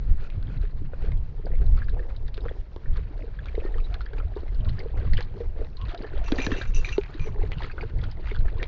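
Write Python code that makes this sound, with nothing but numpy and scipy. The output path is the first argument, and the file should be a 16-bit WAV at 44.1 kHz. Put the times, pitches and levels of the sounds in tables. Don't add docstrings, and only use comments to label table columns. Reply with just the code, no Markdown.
import sys
import numpy as np
from scipy import signal
from scipy.io import wavfile

SR = 44100
rng = np.random.default_rng(int(sys.argv[2]) if len(sys.argv) > 2 else 0)


def bounce(signal):
    frames = np.transpose(np.atleast_2d(signal))
    limited = np.clip(frames, -1, 1)
    pcm = np.round(limited * 32767).astype(np.int16)
    wavfile.write(sys.argv[1], SR, pcm)


N = 382347


def amp(db):
    return 10 ** (np.asarray(db) / 20)


def unit_rms(x):
    return x / np.sqrt(np.mean(x ** 2) + 1e-20)


def unit_peak(x):
    return x / np.abs(x).max()


def butter(x, order, hz, kind):
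    return signal.sosfilt(signal.butter(order, hz, kind, fs=SR, output="sos"), x)


def add(out, start_s, sound):
    at = round(start_s * SR)
    out[at:at + len(sound)] += sound[:N - at]


def curves(rows):
    times_s, *columns = np.transpose(rows)
    return [np.interp(np.arange(N) / SR, times_s, column) for column in columns]


def drift(rate_hz):
    hop, settle = 40, 2000
    pole = np.exp(-2 * np.pi * hop * rate_hz / SR)
    white = rng.standard_normal(N // hop + settle + 2)
    slow = signal.lfilter([1], [1, -2 * pole, pole * pole], white)[settle:]
    return np.interp(np.arange(N) / hop, np.arange(len(slow)), unit_rms(slow))


def ring(drive, hz, t60_s):
    r, w = np.exp(-np.log(1000) / (t60_s * SR)), 2 * np.pi * hz / SR
    return signal.lfilter([0, np.sin(w)], [1, -2 * r * np.cos(w), r * r], drive + 1e-18)


def patchy_noise(spectrum, depth, rate_hz, per_octave=2):
    hz, db = np.transpose(spectrum)
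    band_count = np.ceil(per_octave * np.log2(hz[-1] / hz[0]))
    edges_hz = hz[0] * 2 ** (np.arange(band_count + 1) / per_octave)
    edges_hz = edges_hz[edges_hz < SR / 4]
    out, together = 0, drift(rate_hz)
    white = rng.standard_normal((2, N + SR))
    for k, (low, high) in enumerate(zip(edges_hz, edges_hz[1:])):
        band = butter(white[k % 2], 2, [low, high], "band")[SR:]
        level_db = np.interp(np.log(low * high) / 2, np.log(hz), db)
        swell_db = depth * (3.46 * together + 2.16 * drift(rate_hz))
        out = out + amp(level_db + swell_db) * band
    return unit_rms(out)


# t/s, rumble level/dB, flutter level/dB
GUSTS = [(0, -30, -44.5), (0.12, -23, -47), (0.26, -25.5, -44.5), (0.45, -25, -34.5), (0.7, -26.5, -45),
         (1.1, -18.5, -35), (1.45, -26.5, -44.5), (1.7, -14.5, -35), (2.1, -25, -48.5), (2.77, -31, -48.5),
         (3.45, -27, -49.5), (3.85, -25.5, -56), (4.55, -24.5, -50.5), (4.73, -17.5, -26),
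         (4.89, -28, -44.5), (5.01, -13.5, -34.5), (5.18, -22.5, -35), (5.36, -27.5, -42.5),
         (6.1, -34.5, -53), (6.55, -18, -38), (6.93, -26.5, -46.5), (7.06, -31.5, -49), (7.22, -22, -41.5),
         (7.8, -34.5, -48.5), (8.07, -20.5, -35.5), (8.2, -32, -48), (8.48, -23.5, -40.5),
         (8.67, -35, -43.5)]
# f/Hz, level/dB
RUMBLE_SPECTRUM = [(12, 6.5), (22, 1.5), (40, -3), (62, -8.5), (85, -17.5), (120, -51)]
FLUTTER_SPECTRUM = [(55, -34.5), (85, 2.5), (120, -6), (170, -16), (240, -26), (400, -46.5)]


def wind():
    rumble_db, flutter_db = curves(GUSTS)
    buffet_db = 2.5 * drift(rate_hz=4.8)
    rumble = patchy_noise(RUMBLE_SPECTRUM, depth=1, rate_hz=4.4)
    flutter = patchy_noise(FLUTTER_SPECTRUM, depth=1, rate_hz=14)
    return amp(buffet_db) * (amp(rumble_db + 1) * rumble + amp(flutter_db + 3.5) * flutter)


# f/Hz, level/dB
AIR_SPECTRUM = [(88, -43.5), (150, -11), (201, -7.5), (463, -4.5), (980, -17), (1470, -40.5), (4190, -31),
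                (6100, -33), (7420, -57), (9650, -95), (16300, -120)]


def far_air():
    return amp(-59.5) * patchy_noise(AIR_SPECTRUM, depth=0.8, rate_hz=4)


def bubble_cloud(spectrum, per_s, cycles, spread_db, pitch_count):
    hz, db = np.transpose(spectrum)
    strengths = amp(spread_db * np.minimum(rng.exponential(1, N), 4)) * rng.choice([-1, 1], N)
    born = rng.random(N) < per_s * amp(5 * drift(25)) / SR
    pitch_index = rng.integers(0, pitch_count, N)
    pitches_hz = np.geomspace(hz[0], hz[-1], pitch_count)
    gains = amp(np.interp(np.log(pitches_hz), np.log(hz), db))
    gains *= (pitches_hz / hz[0]) ** 2
    out = np.zeros(N)
    for k, (pitch_hz, gain) in enumerate(zip(pitches_hz, gains)):
        ringing = ring(strengths * born * (pitch_index == k), pitch_hz, cycles / pitch_hz)
        out += gain * ring(ringing, pitch_hz, 7 / pitch_hz)
    return unit_rms(out)


def swells(times_s, levels_db, rise_db_per_s, fall_db_per_s):
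    t = np.arange(-SR // 5, SR // 3) / SR
    shape = amp(np.where(t < 0, rise_db_per_s * t, -fall_db_per_s * t))
    out = np.zeros(N)
    for peak_s, db in zip(times_s, levels_db):
        add(out, peak_s + t[0], amp(db) * shape)
    return out


# t/s, slosh level/dB, spray level/dB
TRICKLE = [(0, -58.5, -62), (1.5, -58.5, -64.5), (3, -60.5, -65), (4.5, -54.5, -61), (5.7, -71.5, -70.5),
           (6.6, -74.5, -64.5), (7.5, -59, -63), (8.67, -51, -65.5)]
# t/s, slosh level/dB, spray level/dB
STROKES = [(0.249, -58, -62.5), (0.53, -57, -57), (0.65, -69, -58), (1.061, -44, -52.5), (1.481, -47, -78),
           (1.631, -50, -59), (1.802, -62, -56.5), (1.97, -49, -62), (2.109, -47.5, -66), (2.488, -39, -54),
           (2.985, -71, -52.5), (3.226, -41.5, -55.5), (3.473, -54.5, -54.5), (3.647, -41, -55),
           (3.761, -49.5, -58), (3.962, -68, -53), (4.195, -42.5, -54), (4.383, -54, -57),
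           (4.681, -61, -51.5), (4.838, -47.5, -56), (5.019, -40, -49), (5.214, -42, -47),
           (5.408, -41, -55.5), (5.63, -41, -52.5), (5.899, -45.5, -45), (6.039, -42, -53),
           (6.182, -38.5, -50.5), (6.285, -55, -50.5), (6.396, -30.5, -43), (6.532, -36, -43),
           (6.614, -42, -46), (6.78, -61, -54), (6.9, -46.5, -46.5), (7.104, -50.5, -46), (7.259, -44, -50),
           (7.424, -40.5, -50), (7.633, -46.5, -42.5), (7.825, -39.5, -55.5), (8.043, -45, -50.5),
           (8.225, -68, -63), (8.306, -55, -48), (8.482, -51.5, -57.5), (8.641, -39.5, -46.5)]
# f/Hz, level/dB
SLOSH_SPECTRUM = [(180, -30.5), (260, -6.5), (330, -7), (420, 4), (520, -5.5), (680, -10.5), (900, -9.5),
                  (1300, -41.5)]
SPRAY_SPECTRUM = [(700, -2), (1000, 8), (1500, 10.5), (2200, 6), (3000, 0.5), (3500, -4), (4200, -1.5),
                  (4700, -11), (5300, -17.5), (7000, -15.5)]


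def churn():
    trickle_slosh, trickle_spray = amp(curves(TRICKLE))
    times_s, slosh_db, spray_db = np.transpose(STROKES)
    tongue_slosh = swells(times_s, slosh_db, rise_db_per_s=159, fall_db_per_s=300.5)
    tongue_spray = swells(times_s, spray_db, rise_db_per_s=177.5, fall_db_per_s=258.5)
    gurgle = bubble_cloud(SLOSH_SPECTRUM, per_s=450, cycles=9, spread_db=2.5, pitch_count=14)
    wash = patchy_noise(SLOSH_SPECTRUM, depth=2, rate_hz=4.7)
    hiss = patchy_noise(SPRAY_SPECTRUM, depth=1.7, rate_hz=40, per_octave=4)
    stream = patchy_noise(SPRAY_SPECTRUM, depth=0.9, rate_hz=20, per_octave=4)
    fizz = bubble_cloud(SPRAY_SPECTRUM, per_s=900, cycles=18, spread_db=3.6, pitch_count=24)
    return ((trickle_slosh + tongue_slosh) * (gurgle + amp(-10) * wash)
            + trickle_spray * (stream + amp(-6.5) * fizz)
            + tongue_spray * (hiss + amp(-2) * fizz))


# t/s, length/s, level/dB
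PUFFS = [(0.204, 0.088, -49.5), (0.482, 0.093, -55), (0.593, 0.038, -60), (0.994, 0.1, -52.5)]
# f/Hz, width/Hz, level/dB
MUZZLE_MODES = [(535, 280, 0), (1420, 90, -2.5), (2500, 410, -6.5), (4100, 400, -17)]


def puffs():
    white = rng.standard_normal(N)
    breath, envelope = np.zeros((2, N))
    for hz, width_hz, db in MUZZLE_MODES:
        t60_s = np.log(1000) / (np.pi * width_hz)
        breath += amp(db) * unit_rms(ring(white, hz, t60_s))
    for start_s, length_s, db in PUFFS:
        add(envelope, start_s, amp(db) * signal.windows.tukey(round(length_s * SR), 0.6))
    return unit_rms(breath) * envelope


def bubble(hz, t60_s, rise, attack_s):
    t = np.arange(round(1.3 * t60_s * SR)) / SR
    envelope = (1 - np.exp(-t / attack_s)) * np.exp(-np.log(1000) * t / t60_s)
    return unit_peak(envelope) * np.sin(2 * np.pi * hz * (t + rise * t ** 2 / t60_s))


def froth(hz, t60_s, fade_s):
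    t = np.arange(round(0.05 * SR)) / SR
    bursts = rng.standard_normal(len(t)) ** 3 * np.exp(-t / fade_s)
    return unit_peak(ring(ring(bursts, hz, t60_s), hz, t60_s))


# t/s, level/dB, f/Hz, relative crack level/dB
SMACKS = [(0.302, -42, 2500, 4.5), (0.428, -48, 1490, 7), (0.471, -48.5, 3230, -10),
          (0.935, -38.5, 1420, -18), (1.119, -41.5, 2120, 0.5), (1.468, -42, 1540, -16),
          (1.517, -46, 1870, -15), (1.5364, -45, 1990, -16), (1.554, -46, 2200, -11),
          (1.619, -45, 1270, -6), (1.778, -37.5, 1290, -6.5), (1.802, -46, 1890, -8),
          (1.819, -33, 1635, -20), (1.8855, -34.5, 1610, -8.5), (1.994, -37.5, 1730, -10),
          (2.028, -47, 1900, -12), (2.104, -44, 1250, -17), (2.283, -45.5, 1760, 6), (2.343, -51, 2620, 15),
          (2.378, -41.5, 1560, 8.5), (2.454, -35, 1290, -16), (2.4846, -29, 1780, -24),
          (2.7626, -41.5, 1040, 3.5), (2.859, -41.5, 1740, -23), (2.9605, -45.5, 1250, 3),
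          (3.3897, -35, 1670, -31), (3.458, -42, 1420, 9), (3.485, -39, 2280, -8), (3.552, -39, 2090, -10),
          (3.602, -40, 2400, -14), (3.661, -36.5, 1210, -20), (3.742, -38.5, 1800, -14),
          (3.7832, -38.5, 1210, 0), (3.802, -43, 2420, -1), (3.943, -37.5, 1560, 11.5),
          (4.008, -33.5, 1420, -2), (4.063, -37, 1710, -6), (4.1337, -39.5, 1530, -4),
          (4.183, -39, 2400, -15), (4.201, -34.5, 1290, -18), (4.371, -35, 996, -4.5),
          (4.481, -46, 2030, 2), (4.607, -46.5, 3000, -10), (4.688, -40, 2930, 2), (4.785, -38, 1720, -20),
          (4.803, -35.5, 2100, -17), (5.135, -28.5, 1970, -19), (5.171, -28.5, 2930, -18),
          (5.178, -32.5, 1660, -5), (5.187, -34, 1940, -1), (5.208, -32.5, 1080, 9),
          (5.815, -40.5, 3010, 0), (5.883, -44, 1420, -15), (5.9476, -37, 1560, 8),
          (6.0447, -36.5, 1720, -10), (6.0758, -41.5, 1740, -25), (6.321, -28, 1620, 11),
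          (6.3859, -21.5, 1850, -5), (6.418, -27, 2460, -3), (6.4422, -27.5, 2270, -18),
          (6.466, -24, 1720, 7.5), (6.5179, -21.5, 1710, -3), (6.614, -27, 1640, -7),
          (6.8477, -24, 2230, -16), (6.889, -31, 1780, -1), (6.923, -38, 2500, -3), (6.981, -32.5, 830, 9),
          (7.013, -40, 2400, 6), (7.036, -38, 2360, 5), (7.1964, -49, 2250, 17.5), (7.2875, -39, 1080, -22),
          (7.519, -32, 2150, 7), (7.532, -37, 2900, -13), (7.584, -38.5, 2860, -12), (7.606, -34, 880, -15),
          (7.622, -30, 1920, -0.5), (7.699, -35, 1570, -28), (7.715, -38.5, 2450, -16),
          (7.781, -30, 1430, -18), (7.81, -29.5, 2350, -20), (7.835, -38, 1520, -7),
          (7.899, -43.5, 1550, 2), (7.99, -41, 2040, -2), (8.039, -36.5, 1440, 3), (8.172, -48, 1980, -3),
          (8.286, -40.5, 1610, 3), (8.3133, -31, 2170, -9), (8.349, -35.5, 1550, -2),
          (8.364, -35.5, 1420, -2), (8.455, -41, 1710, -17), (8.4826, -35.5, 1690, -9),
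          (8.599, -34.5, 1840, -20), (8.63, -24.5, 2240, 3)]


def smacks():
    t = np.arange(round(0.05 * SR)) / SR
    envelope = np.exp(-t / 0.0015) + 0.2 * np.exp(-t / 0.01)
    cracks = rng.standard_normal((len(SMACKS), len(t))) * envelope
    cracks[:, 0] = 10
    cracks = butter(cracks, 2, 350, "high")
    cracks = butter(cracks, 4, 4000, "low")
    neighbours = rng.uniform([1.2, 0.001], [2, 0.008], (len(SMACKS), 2))
    out = np.zeros(N)
    for (at_s, db, hz, crack_db), crack, (ratio, delay_s) in zip(SMACKS, cracks, neighbours):
        add(out, at_s - 0.0005, amp(db + crack_db) * unit_peak(crack))
        add(out, at_s - 0.0005, amp(db) * bubble(hz, t60_s=27 / hz, rise=0.06, attack_s=0.00029))
        add(out, at_s, amp(db - 4.5) * froth(hz, t60_s=9 / hz, fade_s=0.0088))
        neighbour = bubble(min(ratio * hz, 4700), t60_s=20 / hz, rise=0.046, attack_s=0.0014)
        add(out, at_s + delay_s, amp(db - 14) * neighbour)
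    return out


# t/s, level/dB, f/Hz
DROPS = [(0.575, -43, 3920), (0.616, -41, 3990), (1.173, -44, 3260), (1.4576, -37, 4680),
         (1.665, -38, 3960), (1.789, -42, 4370), (1.843, -44, 4750), (1.896, -35.5, 3840),
         (2.1641, -34.5, 3880), (2.28, -36, 3700), (2.3442, -31.5, 4100), (2.371, -35, 3580),
         (2.407, -38, 3750), (3.553, -37.5, 3820), (3.597, -48, 3880), (3.652, -42, 4200),
         (3.843, -40, 3800), (3.941, -36, 4170), (4.015, -34.5, 4200), (4.058, -38.5, 4680),
         (4.356, -40, 3800), (4.5466, -38.5, 4300), (4.648, -37, 3950), (4.694, -30, 4060),
         (4.7922, -28, 4730), (5.1344, -24, 4290), (5.175, -31, 3450), (5.2066, -38, 3560),
         (5.226, -29, 4220), (5.7697, -31.5, 4130), (5.884, -36, 3660), (5.977, -31.5, 3870),
         (6.023, -34.5, 4540), (6.1764, -35.5, 3280), (6.32, -29, 3460), (6.3578, -28, 4640),
         (6.403, -26, 3950), (6.467, -32, 3300), (6.617, -24.5, 3740), (6.8476, -34, 3770),
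         (6.866, -32, 3740), (6.8917, -26, 3750), (6.978, -39, 3240), (7.1417, -34, 3790),
         (7.5847, -39, 3700), (7.597, -37, 4050), (7.632, -28.5, 3700), (7.823, -37, 4430),
         (7.985, -41, 4400), (8.015, -35, 3370), (8.0393, -29.5, 3300), (8.114, -32.5, 4960),
         (8.356, -32, 3400), (8.389, -36, 4100), (8.639, -29, 3240)]


def drops():
    t = np.arange(round(0.05 * SR)) / SR
    out = np.zeros(N)
    for at_s, db, hz in DROPS:
        burst = rng.standard_normal(len(t)) * np.exp(-t / 0.01)
        splat = unit_peak(butter(burst, 3, [3000, 4900], "band"))
        ping = bubble(hz, t60_s=60 / hz, rise=0.016, attack_s=0.000072)
        add(out, at_s - 0.0003, amp(db - 9) * ping)
        add(out, at_s - 0.0003, amp(db - 15.5) * splat)
    return out


# t/s, level/dB, f/Hz, t60/s
PLOPS = [(0.638, -37.5, 410, 0.048), (0.819, -33.5, 279, 0.051), (0.935, -31.5, 517, 0.028),
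         (1.468, -28.5, 540, 0.017), (1.537, -33, 495, 0.024), (2.0, -33, 474, 0.045),
         (2.38, -31.5, 407, 0.035), (2.459, -27.5, 479, 0.056), (2.764, -29.5, 387, 0.016),
         (3.109, -37.5, 300, 0.042), (3.242, -33.5, 453, 0.055), (3.546, -33, 450, 0.036),
         (3.58, -19, 420, 0.033), (3.652, -24, 372, 0.033), (4.135, -34.5, 432, 0.039),
         (4.366, -24, 411, 0.042), (4.434, -30, 360, 0.017), (4.86, -28, 453, 0.046),
         (4.944, -34, 383, 0.014), (5.188, -34, 483, 0.082), (5.406, -25, 466, 0.095),
         (5.616, -25.5, 441, 0.033), (5.946, -31.5, 684, 0.076), (6.007, -26.5, 246, 0.012),
         (6.045, -29, 438, 0.03), (6.139, -32, 385, 0.05), (6.216, -35.5, 664, 0.09),
         (6.324, -11.5, 287, 0.032), (6.387, -23, 262, 0.1), (6.472, -16, 242, 0.012),
         (6.522, -18.5, 265, 0.046), (6.587, -27.5, 377, 0.024), (6.983, -10.5, 398, 0.048),
         (7.151, -32.5, 312, 0.065), (7.272, -28.5, 426, 0.062), (7.356, -37, 415, 0.16),
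         (7.437, -25, 425, 0.044), (7.835, -28, 448, 0.074), (8.318, -28, 404, 0.043)]


def plops():
    out = np.zeros(N)
    for at_s, db, hz, t60_s in PLOPS:
        add(out, at_s - 0.0015, amp(db) * bubble(hz, t60_s, rise=0.022, attack_s=0.00094))
    return out


# t/s, length/s, f/Hz, level/dB
HOOTS = [(2.409, 0.041, 4930, -68), (3.616, 0.082, 1830, -53.5), (3.834, 0.035, 3880, -54.5),
         (3.88, 0.15, 715, -52), (4.254, 0.09, 730, -55), (4.603, 0.09, 624, -50.5),
         (5.764, 0.11, 1067, -50.5), (5.901, 0.071, 709, -47), (6.208, 0.074, 684, -50),
         (6.766, 0.041, 432, -42.5)]


def hoots():
    out = np.zeros(N)
    for start_s, length_s, hz, db in HOOTS:
        air = ring(rng.standard_normal(SR // 4), hz, t60_s=0.055)[-round(length_s * SR):]
        add(out, start_s, amp(db) * unit_rms(air) * signal.windows.tukey(len(air), 0.6))
    return out


# t/s, ring level/dB, large tag level/dB, second tag level/dB
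CLINKS = [(6.242, -51, -38, -45), (6.2618, -45, -42, -32.5), (6.318, -61, -38, -53),
          (6.3474, -49, -44, -58), (6.381, -43, -29, -27), (6.4, -54, -23, -45), (6.418, -39.5, -27, -28.5),
          (6.4453, -43, -39, -50), (6.521, -46, -37, -29), (6.567, -48, -44, -23.5),
          (6.5816, -46, -36, -31), (6.603, -55, -34, -36.5), (6.673, -49, -50, -38.5),
          (6.739, -58, -48, -30.5), (6.747, -32, -63, -40), (6.759, -71, -51, -25.5),
          (6.8466, -47, -20, -39), (6.887, -51, -52, -52), (6.9228, -42.5, -28.5, -30.5),
          (7.195, -57, -31, -52), (7.2172, -57, -34, -53), (7.2425, -53.5, -61, -61)]
# f/Hz, level/dB, t60/s
RING_MODES = [(5745, -7, .1), (5990, 0, .06), (6215, -8, .07), (6480, -16, .05)]
LARGE_TAG_MODES = [(2400, -3, .06), (2450, -8, .04), (4050, -17, .04)]
SECOND_TAG_MODES = [(2680, -6, .09), (2805, -12, .07), (3770, -16, .06)]


def collar_tags():
    times_s, *blows_db = np.transpose(CLINKS)
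    at = np.round(times_s * SR).astype(int)
    rebounds, slide_s = 8, 0.055
    gaps_s = rng.uniform(0.001, 0.009, (len(at), rebounds))
    lags = np.round(np.cumsum(gaps_s, axis=1) * SR).astype(int)
    ringing = np.zeros(N)
    for modes, blow_db in zip((RING_MODES, LARGE_TAG_MODES, SECOND_TAG_MODES), blows_db):
        scatter_db = rng.normal(0, 2.5, (len(at), len(modes)))
        for k, (hz, db, t60_s) in enumerate(modes):
            clicks = np.zeros(N)
            clicks[at] = amp(blow_db - 7 + db + scatter_db[:, k])
            rebound_db = rng.normal(-4.5, 3.9, lags.shape) - 1.7 * np.arange(rebounds)
            clicks[at[:, None] + lags] = clicks[at, None] * amp(rebound_db)
            ringing += ring(clicks, hz, t60_s)
    scrape = butter(rng.standard_normal(N), 2, [3000, 7300], "band")
    touches = np.zeros(N)
    touches[at] = amp(blows_db[0] - 11.5)
    sliding = signal.lfilter([1], [1, -np.exp(-1 / (slide_s * SR))], touches)
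    return ringing + scrape * sliding * amp(4 * drift(60))


def mellow(water, corner_hz=4610, treble_db=-4.5):
    return butter(water, 6, corner_hz, "low") + amp(treble_db) * butter(water, 2, corner_hz, "high")


def scene():
    air = far_air() + wind()
    water = mellow(churn() + smacks() + drops() + plops())
    return (air + water + collar_tags() + hoots() + puffs())[None]


def record(dry):
    ceiling, stop_db, stop_hz = 0.8, 45, 8100
    rounded = ceiling * np.tanh(dry / ceiling)
    return signal.sosfilt(signal.cheby2(10, stop_db, stop_hz, fs=SR, output="sos"), rounded)


dry = scene()
out = record(dry)
bounce(out)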